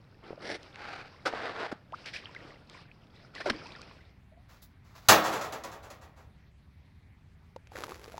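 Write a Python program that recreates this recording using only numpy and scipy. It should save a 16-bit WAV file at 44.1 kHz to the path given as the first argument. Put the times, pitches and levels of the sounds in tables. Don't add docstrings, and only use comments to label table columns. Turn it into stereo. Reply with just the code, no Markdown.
import sys
import numpy as np
from scipy import signal
from scipy.fft import rfft, irfft, next_fast_len
from scipy.io import wavfile
from scipy.ndimage import uniform_filter1d

SR = 44100
rng = np.random.default_rng(int(sys.argv[2]) if len(sys.argv) > 2 else 0)


def bounce(signal):
    frames = np.transpose(np.atleast_2d(signal))
    limited = np.clip(frames, -1, 1)
    pcm = np.round(limited * 32767).astype(np.int16)
    wavfile.write(sys.argv[1], SR, pcm)


N = 361179
TIME = np.arange(N) / SR
SIDE = np.array([[1], [-1]])


def from_db(db):
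    return 10 ** (np.asarray(db) / 20)


def rms_one(x):
    return x / np.sqrt(np.mean(x ** 2) + 1e-20)


def at_hz(points, hz, column=1):
    table = np.array(points)
    return np.interp(np.log(hz + 1), np.log(table[:, 0] + 1), table[:, column])


def colour(x, spectrum):
    size = next_fast_len(len(x))
    hz = np.fft.rfftfreq(size, 1 / SR)
    ends = np.minimum(hz / spectrum[0][0], 1) ** 2 * np.minimum(spectrum[-1][0] / (hz + 1), 1) ** 2
    return rms_one(irfft(rfft(x, size) * from_db(at_hz(spectrum, hz)) * ends, size)[:len(x)])


def band(x, low_hz, high_hz):
    return signal.sosfilt(signal.butter(2, [low_hz, high_hz], "band", fs=SR, output="sos"), x + 1e-18)


def add(out, start_s, x):
    start = int(start_s * SR)
    out[start:start + len(x)] += x[:N - start]


def grains(per_s, spread_db):
    sizes = from_db(spread_db * np.minimum(rng.exponential(1, N), 4)) * rng.choice([-1, 1], N)
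    return rms_one(sizes * (rng.random(N) < per_s / SR))


def drift(rate_hz, step=40):
    pole = np.exp(-2 * np.pi * rate_hz * step / SR)
    slow = signal.lfilter([1], [1, -2 * pole, pole ** 2], rng.standard_normal(N // step + 2002))[2000:]
    return np.interp(np.arange(N) / step, np.arange(len(slow)), rms_one(slow))


def swell(start, db, attack, hold, release, onset_s=.015):
    times = start + np.cumsum([-onset_s, onset_s, attack, hold, release, 2 * release])
    contour_db = np.interp(TIME, times[1:], [-11, 0, 0, -19, -70])
    return np.interp(TIME, times[:2], [0, 1]) * from_db(db + contour_db) * (TIME < times[-1])


def moving_water(depth_db, rate_hz, bands=14):
    edges, white = np.geomspace(200, 16000, bands + 1), rng.standard_normal((2, N))
    return rms_one(sum(band(white[k % 2], edges[k], edges[k + 1]) * from_db(depth_db * drift(rate_hz))
                       for k in range(bands)))


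# frequency in Hz, spectral level in dB.
BREEZE_SPECTRUM = [(25, -8), (60, -6.5), (115, 1), (170, -5.5), (260, -12), (450, -19), (1500, -29),
                   (5000, -46), (7000, -51), (14000, -52)]
RUMBLE_SPECTRUM = [(12, -51), (20, -21.5), (52, -6), (76, 1), (123, -8.5), (147, -8), (179, -12.5),
                   (285, -19.5), (336, -29.5), (400, -24), (520, -49.5), (880, -120)]
LAPPING_SPECTRUM = [(250, -3.5), (450, -4.5), (800, -2.5), (1300, -5.5), (2100, -2.5), (3000, -12),
                    (4200, -13.5), (7000, -26), (15000, -30)]


def open_air(breeze_db=-59, rumble_db=-57.5, lapping_db=-67.5, width=.2, crossfade_s=(3.6, 4.2)):
    inland = np.interp(TIME, crossfade_s, [0, 1])
    breeze = from_db(breeze_db) * colour(rng.standard_normal(N), BREEZE_SPECTRUM)
    mid, side = [colour(rng.standard_normal(N), RUMBLE_SPECTRUM) for _ in range(2)]
    rumble = from_db(rumble_db) * (mid + width * side * SIDE)
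    lapping = from_db(lapping_db) * colour(moving_water(depth_db=3.2, rate_hz=7), LAPPING_SPECTRUM)
    far = np.array([lapping, np.roll(lapping, N // 2)])
    return np.sqrt(1 - inland) * breeze + np.sqrt(inland) * (rumble + far)


# start in seconds, level in dB, attack, hold and release
# in seconds, trickle boost in dB.
SURGES = [(.225, -53, .02, .08, .08, -5), (.385, -50, .025, .06, .08, -7), (.575, -58, .02, .08, .2, 3),
          (1.03, -64, .02, .2, .1, 3), (1.935, -59.5, .015, .32, .5, 5), (2.35, -54, .08, .05, .2, -1),
          (2.69, -61, .012, .12, .05, 6), (3.12, -65.5, .03, .12, .06, 5), (3.345, -54, .006, .04, .12, 9),
          (3.43, -52.5, .015, .15, .8, 3.5)]
# frequency in Hz, spectral level in dB.
SLOSH_SPECTRUM = [(150, 0.5), (300, 4.5), (650, 3), (1050, -3.5), (1400, -0.5), (2200, -20)]
TRICKLE_SPECTRUM = [(900, -43), (1600, 1), (2300, 3.5), (2900, -1.5), (3700, -4), (5200, -2), (6600, -22),
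                    (9200, -23), (11500, -35), (15000, -32)]
SHORE_FADE_S = (3.9, 4.22)


def wash(seep_db=-68, drops_db=-4, ticks_db=-17, trickle_db=-5.5):
    water = colour(moving_water(depth_db=2.8, rate_hz=14), TRICKLE_SPECTRUM)
    ticks = rms_one(band(grains(per_s=30, spread_db=3), 2200, 5000))
    fizz = water + from_db(drops_db) * droplets() + from_db(ticks_db) * ticks
    slosh_power = trickle_power = from_db(seep_db) ** 2
    for *shape, boost_db in SURGES:
        flow = swell(*shape)
        slosh_power = slosh_power + flow ** 2
        trickle_power = trickle_power + (flow * from_db(boost_db)) ** 2
    slosh = np.sqrt(slosh_power) * colour(grains(per_s=3000, spread_db=2.6), SLOSH_SPECTRUM)
    trickle = from_db(trickle_db) * np.sqrt(trickle_power) * fizz
    return np.interp(TIME, SHORE_FADE_S, [1, 0]) * (slosh + trickle)


def droplets(decay_cycles=4.5, glide=.012, spread_db=7, count=1300):
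    out, t = np.zeros(N), TIME[:SR // 30]
    for when, smallness, strength in rng.random((count, 3)):
        hz = 950 * 5.3 ** smallness
        age = t * hz / decay_cycles
        envelope = (1 - np.exp(-5 * age)) * np.exp(-age)
        tone = np.sin(2 * np.pi * hz * t * (1 + glide * np.minimum(age, 5)))
        gain = from_db(spread_db * min(-np.log(1 - strength), 3))
        add(out, when * SHORE_FADE_S[1], gain * envelope * tone)
    return rms_one(out)


# start in seconds, level in dB, pitch in Hz,
# ring time in seconds.
BUBBLES = [(.305, -32, 385, .009), (.329, -36.5, 520, .008), (.376, -37, 537, .007), (.478, -33, 400, .012),
           (1.336, -20.5, 640, .004), (1.922, -44, 590, .014), (2.043, -44, 2600, .008),
           (2.071, -41, 2320, .009), (2.162, -33, 2400, .007), (2.256, -36, 2950, .006),
           (2.348, -39.5, 1500, .014), (2.914, -46, 2350, .0055), (3.358, -40, 1870, .02),
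           (3.408, -39, 1710, .028), (3.486, -29, 950, .02), (3.501, -18.5, 1500, .0045),
           (3.654, -43, 885, .02), (3.662, -42, 2400, .01), (3.75, -44, 1700, .012),
           (3.91, -47.5, 1020, .012), (4.005, -53, 1900, .014), (4.315, -56, 600, .04),
           (4.36, -57, 660, .06)]
# start in seconds,
# level in dB, first and last pitch in Hz, swell and ring time in seconds.
GULPS = [(1.725, -25, 352, 203, .0013, .0072), (1.917, -32, 450, 1450, .027, .007),
         (2.361, -37, 2190, 1660, .002, .016), (3.457, -25, 633, 535, .0056, .031),
         (3.459, -29, 418, 265, .011, .06), (3.503, -30.5, 248, 197, .0024, .037),
         (3.535, -37.5, 286, 364, .009, .063)]


def bubbles(wobble=.35, surfacing_rise=.17, swell_share=.2):
    out, unrest = np.zeros(N), rms_one(band(rng.standard_normal(N), 27, 234))
    surfacing = [(start, db, hz, hz * (1 + surfacing_rise), swell_share * fade, fade)
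                 for start, db, hz, fade in BUBBLES]
    for start, db, first_hz, last_hz, rise, fade in surfacing + GULPS:
        t = TIME[:int((rise + 2 * fade) * SR)]
        hz = np.interp(t, [0, rise + fade], [first_hz, last_hz])
        envelope = np.minimum(t / rise, 1) ** 2 * np.exp(-2.6 * np.maximum(t - rise, 0) / fade)
        envelope *= 1 + wobble * unrest[int(start * SR):][:len(t)]
        add(out, start, from_db(db) * envelope * np.sin(2 * np.pi * np.cumsum(hz) / SR))
    return out


# start in seconds, level in dB,
# attack, hold and release in seconds, name of the spectrum.
SLEEVE_STROKES = [(.425, -38.5, .08, .05, .025, "dip"), (.745, -45.5, .06, .2, .12, "reach"),
                  (1.27, -39.5, .08, .15, .12, "grab"), (1.555, -36.5, .05, .035, .1, "grab")]
STROKE_SPECTRA = {"dip": [(120, -38), (200, -12), (301, -6.5), (379, -5), (486, -4), (890, -15),
                  (1030, -24), (1690, -10.5), (2130, -9.5), (2450, -18.5), (5650, -20), (6640, -41),
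                  (9470, -34), (14000, -66)], "reach": [(120, -37), (200, -11.5), (445, -4.5), (513, -8),
                  (800, -1), (1030, -10.5), (1200, -3.5), (1490, -1), (1850, -8), (2280, -6), (3380, -16.5),
                  (4650, -14.5), (6750, -33.5), (14000, -48)], "grab": [(120, -60), (200, -12.5), (318, -7),
                  (393, -7.5), (453, 1.5), (495, -5.5), (694, -2.5), (939, -6.5), (1600, -5), (2730, -16),
                  (4820, -20.5), (6520, -37), (8510, -41.5), (14000, -58)]}


def sleeve_strokes():
    friction = grains(per_s=4500, spread_db=3.2) * from_db(1.6 * drift(rate_hz=70))
    return sum(swell(*shape) * colour(friction, STROKE_SPECTRA[name]) for *shape, name in SLEEVE_STROKES)


# start in seconds, peak level in dB, pitch in Hz.
STONE_CLICKS = [(.631, -42.5, 4670), (.758, -36, 2600), (1.923, -42, 3270), (2.06, -33, 4700),
                (2.086, -32, 3000), (2.349, -37, 3500), (2.698, -38, 4460), (3.352, -36, 4080),
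                (3.67, -40, 3800), (3.72, -39.5, 3680), (3.817, -35.5, 4650)]


def stone_clicks(decay_s=.00061):
    out, t = np.zeros(N), TIME[:SR // 50]
    for start, db, hz in STONE_CLICKS:
        tick = band(rng.standard_normal(len(t)) * np.exp(-t / decay_s), hz / 1.53, hz * 1.17)
        add(out, start, from_db(db) * tick / np.abs(tick).max())
    return out


def showers(rows, body_spectrum, top_spectrum, per_s, steepness):
    out = np.zeros(N)
    body = colour(grains(per_s, spread_db=.88), body_spectrum)
    top = colour(grains(per_s, spread_db=1.4), top_spectrum)
    for start, db, rise, length, top_db in rows:
        t = TIME[:int(4 * length * SR)]
        span = slice(int(start * SR), int(start * SR) + len(t))
        envelope = np.minimum(t / rise, 1) / (1 + (t / length) ** steepness)
        add(out, start, from_db(db) * envelope * (body[span] + from_db(top_db) * top[span]))
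    return out


# start in seconds, level in dB, rise and length
# in seconds, relative spray level in dB.
SPLASHES = [(1.252, -28.5, .01, .032, -7), (1.714, -37.5, .004, .014, -13), (2.056, -57, .002, .04, 13),
            (2.13, -58.5, .012, .05, 17.5), (3.402, -40, .002, .017, -5), (3.457, -38, .0014, .033, -4),
            (3.497, -31.5, .0017, .0097, 3.5)]
# frequency in Hz, spectral level in dB.
SPLASH_SPECTRUM = [(100, -20), (400, 2.5), (750, 3.5), (1050, -4.5), (1450, 5.5), (2100, -17.5),
                   (3500, -15.5)]


def splashes():
    return showers(SPLASHES, SPLASH_SPECTRUM, TRICKLE_SPECTRUM, per_s=6000, steepness=4.8)


# start in seconds, level in dB, rise and length in seconds,
# relative grit level in dB.
PEBBLE_SHIFTS = [(4.48, -59.5, 0.022, .09, -9), (4.618, -70, 0.0048, .03, 17),
                 (4.84, -66.5, 0.01, 0.21, -10), (4.945, -54.5, 0.022, .05, -9),
                 (5.01, -60.5, 0.06, 0.18, -8)]
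# frequency in Hz, spectral level in dB.
PEBBLE_SPECTRUM = [(300, -11), (650, 1), (850, -2), (1150, 1.5), (1700, -5), (2500, -7), (5000, -10.5)]
GRIT_SPECTRUM = [(1500, -16.5), (3800, 2.5), (7000, -4.5), (15500, 5)]


def shifting_pebbles():
    return showers(PEBBLE_SHIFTS, PEBBLE_SPECTRUM, GRIT_SPECTRUM, per_s=4200, steepness=3.5)


# start in seconds, level in dB,
# treble in dB, crunch length in seconds.
RIM_LANDING = (5.086, -23.5, 15.2, .0028)
# start in seconds, level in dB, crunch length in seconds.
TRAY_ROCKS = [(5.236, -27.5, .027), (5.31, -30, .033), (5.411, -36.5, .0043), (5.438, -41, .012),
              (5.522, -38, .005), (5.637, -39.5, .004), (5.715, -45, .013), (5.825, -48.5, .02),
              (5.902, -47.5, .0025), (6.011, -52.5, .015), (6.158, -56, .03)]


def tray_blows(slap_delay_s=.0065, slap_gap_s=.006, slap_db=-17.2, loss_db=5, slap_treble_db=-22):
    first_slap = RIM_LANDING[0] + slap_delay_s
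    slaps = [(first_slap + k * slap_gap_s, slap_db - k * loss_db, slap_treble_db, .003) for k in range(4)]
    rocks = [(start, db, -5.5 - 1.7 * np.log2(length / .01), length) for start, db, length in TRAY_ROCKS]
    return [RIM_LANDING] + slaps + rocks


def crunch(length_s, contacts_per_s=1500):
    t = TIME[:SR // 3]
    contacts = rng.standard_normal(len(t)) * (rng.random(len(t)) < contacts_per_s / SR)
    contacts[0] = 1.5
    contacts *= np.minimum((t + .002) / (.6 * length_s), 1) * np.exp(-t / length_s)
    spectrum = rfft(contacts)
    smooth_power = uniform_filter1d(np.abs(spectrum) ** 2, size=40)
    even = irfft(spectrum / np.sqrt(smooth_power + 1e-12))[:len(t) // 2]
    return even / np.linalg.norm(even)


# frequency in Hz, spectral level in dB,
# seconds to fall 60 dB.
PLATE_BANDS = [(50, -17, .15), (110, -9, .18), (200, -12.5, 0.72), (330, -2.5, 0.1), (506.4, -0.5, 0.4),
               (756, -1.5, .4), (1040, -0.5, 0.32), (1490, -4.5, .36), (2233, -9.5, .3), (3400, -11, 0.3),
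               (4420, -12, 0.21), (7000, -11.5, 0.16), (10800, -18, 0.17), (16000, -18.5, 0.3)]


def plate_ring(wall_db=-21.5, wall_t60=1.1, wall_top_hz=2200, bands=24):
    t, out = TIME[:2 * SR], 0
    edges = np.geomspace(45, 17000, bands + 1)
    for low, high in zip(edges, edges[1:]):
        hz = np.sqrt(low * high)
        floor = from_db(-60 * t / at_hz(PLATE_BANDS, hz, column=2))
        walls = from_db(wall_db - 60 * t / wall_t60) / np.hypot(1, hz / wall_top_hz)
        ring = band(rng.standard_normal(len(t)) * (floor + walls), low, high)
        out = out + from_db(at_hz(PLATE_BANDS, hz)) * ring
    return out / np.std(out[:SR // 50])


# frequency in Hz, relative level in dB,
# seconds to fall 60 dB.
TRAY_MODES = [(316, -7.5, 1), (521, -11.5, 1), (620, -8, 0.37), (689, -10.5, .6), (765, -9, 1.0),
              (930, -9.5, 0.31), (973, -6.5, 0.46), (985, 0, 0.2), (1058, -6, 0.18), (1113, -3, 0.67),
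              (1123.6, -3, 0.26), (1241, -2, .4), (1330, -6, 0.61), (1396, -5.5, 0.21), (1903, -7.5, .6),
              (2138, -11, 0.59), (2752, -10, .35), (3190, -10.5, .55), (4300, -16, 0.39), (5507, -16, .35),
              (10630, -19.5, .3)]


def tray(split_hz=2200, modes_db=-13, crack_db=11, side_db=-10, thud_db=-26.5, thud_hz=115, thud_s=.025):
    resting_points = 3
    forces, t = np.zeros((resting_points, N)), TIME[:2 * SR]
    pole = np.exp(-2 * np.pi * split_hz / SR)
    for k, (start, db, treble_db, length_s) in enumerate(tray_blows()):
        contacts = crunch(length_s)
        dull = signal.lfilter([1 - pole], [1, -pole], contacts)
        blow = dull + from_db(treble_db) * (contacts - dull)
        add(forces[k % resting_points], start, from_db(db) * blow)
    modes = sum(from_db(db + modes_db - 60 * t / t60) * np.sin(2 * np.pi * (hz * t + rng.random()))
                for hz, db, t60 in TRAY_MODES)
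    rings = np.array([plate_ring() for _ in range(resting_points)])
    direct = signal.fftconvolve(forces, rings + modes, axes=1).sum(axis=0)[:N]
    direct += from_db(crack_db) * band(forces.sum(axis=0), 300, 15000)
    add(direct, RIM_LANDING[0], from_db(thud_db) * np.exp(-t / thud_s) * np.sin(2 * np.pi * thud_hz * t))
    walls = signal.fftconvolve(forces, np.roll(rings, 1, axis=0), axes=1).sum(axis=0)[:N]
    return direct + from_db(side_db) * band(walls, 100, 6500) * SIDE


# start in seconds,
# level in dB, pitch in Hz, relative crack level in dB.
BAG_SNAPS = [(7.562, -32.5, 520, -12), (7.563, -33, 900, -10), (7.672, -40, 2530, -9.5),
             (7.719, -38, 805, -9), (7.754, -33, 533, -12), (7.758, -27.5, 1850, -18),
             (7.768, -28, 1500, -9), (7.837, -23.5, 1250, -5), (7.882, -34.5, 850, -10),
             (7.92, -28.5, 1170, -14), (7.944, -44.5, 1500, 6.5), (8.042, -38, 1600, 3),
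             (8.079, -37, 450, -6), (8.143, -32.5, 676, -26), (8.18, -28, 900, -6.5)]
# start in seconds, level in dB, attack, hold and release in seconds.
BAG_RUSTLES = [(7.712, -53, .012, .44, .3), (7.742, -44, .015, .085, .04), (7.878, -46, .01, .035, .12),
               (8.07, -52, .012, .025, .06)]
# frequency in Hz, spectral level in dB.
PAPER_SPECTRUM = [(88, -39), (150, -16), (406, 1.5), (702, -4.5), (1120, -7), (2980, -13.5), (7180, -22),
                  (8900, -24), (10200, -22), (16000, -27)]


def paper_bag(rustle_db=-2, pop_cycles=2.2, crack_s=.0023, left_db=-1.8):
    creases = grains(per_s=1100, spread_db=5) + .5 * rng.standard_normal(N)
    handling = np.max([swell(*row) for row in BAG_RUSTLES], axis=0)
    out = from_db(rustle_db) * handling * colour(creases, PAPER_SPECTRUM)
    t = TIME[:SR // 25]
    for start, db, hz, crack_db in BAG_SNAPS:
        pop = np.sin(2 * np.pi * hz * t) * np.exp(-t * hz / pop_cycles)
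        crack = band(rng.standard_normal(len(t)) * np.exp(-t / crack_s), 300, 5200)
        add(out, start, from_db(db) * (.8 * pop + from_db(crack_db) * crack))
    return out * from_db(left_db * SIDE)


# frequency in Hz, lead of the left in radians,
# left minus right level in dB.
MIC_PORTS = [(0, 0, -1), (300, 0, 0), (700, .1, 2), (1300, .3, 2), (2100, .6, 0), (3000, 1.8, 0),
             (4200, .4, .5), (6800, .2, .5), (9000, -3.1, 0), (16000, -13.1, 0)]


def microphone_ports(pair):
    size = next_fast_len(N + SR // 10)
    hz, *columns = np.transpose(MIC_PORTS)
    phase, balance_db = [np.interp(np.fft.rfftfreq(size, 1 / SR), hz, column) for column in columns]
    response = np.exp(1j * phase * SIDE / 2) * from_db(balance_db * SIDE / 2)
    return irfft(rfft(pair, size) * response, size)[:, :N]


def scene(wet_top_hz=10500):
    shallows = sleeve_strokes() + wash() + bubbles() + stone_clicks() + splashes()
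    shallows = signal.sosfilt(signal.butter(2, wet_top_hz, fs=SR, output="sos"), shallows)
    beach = tray() + paper_bag() + shifting_pebbles()
    return shallows + microphone_ports(beach) + open_air()


def record(dry):
    rounded = 1.42 * np.tanh(dry / 1.257)
    return signal.sosfilt(signal.ellip(10, .1, 80, 16000, fs=SR, output="sos"), rounded)


dry = scene()
out = record(dry)
bounce(out)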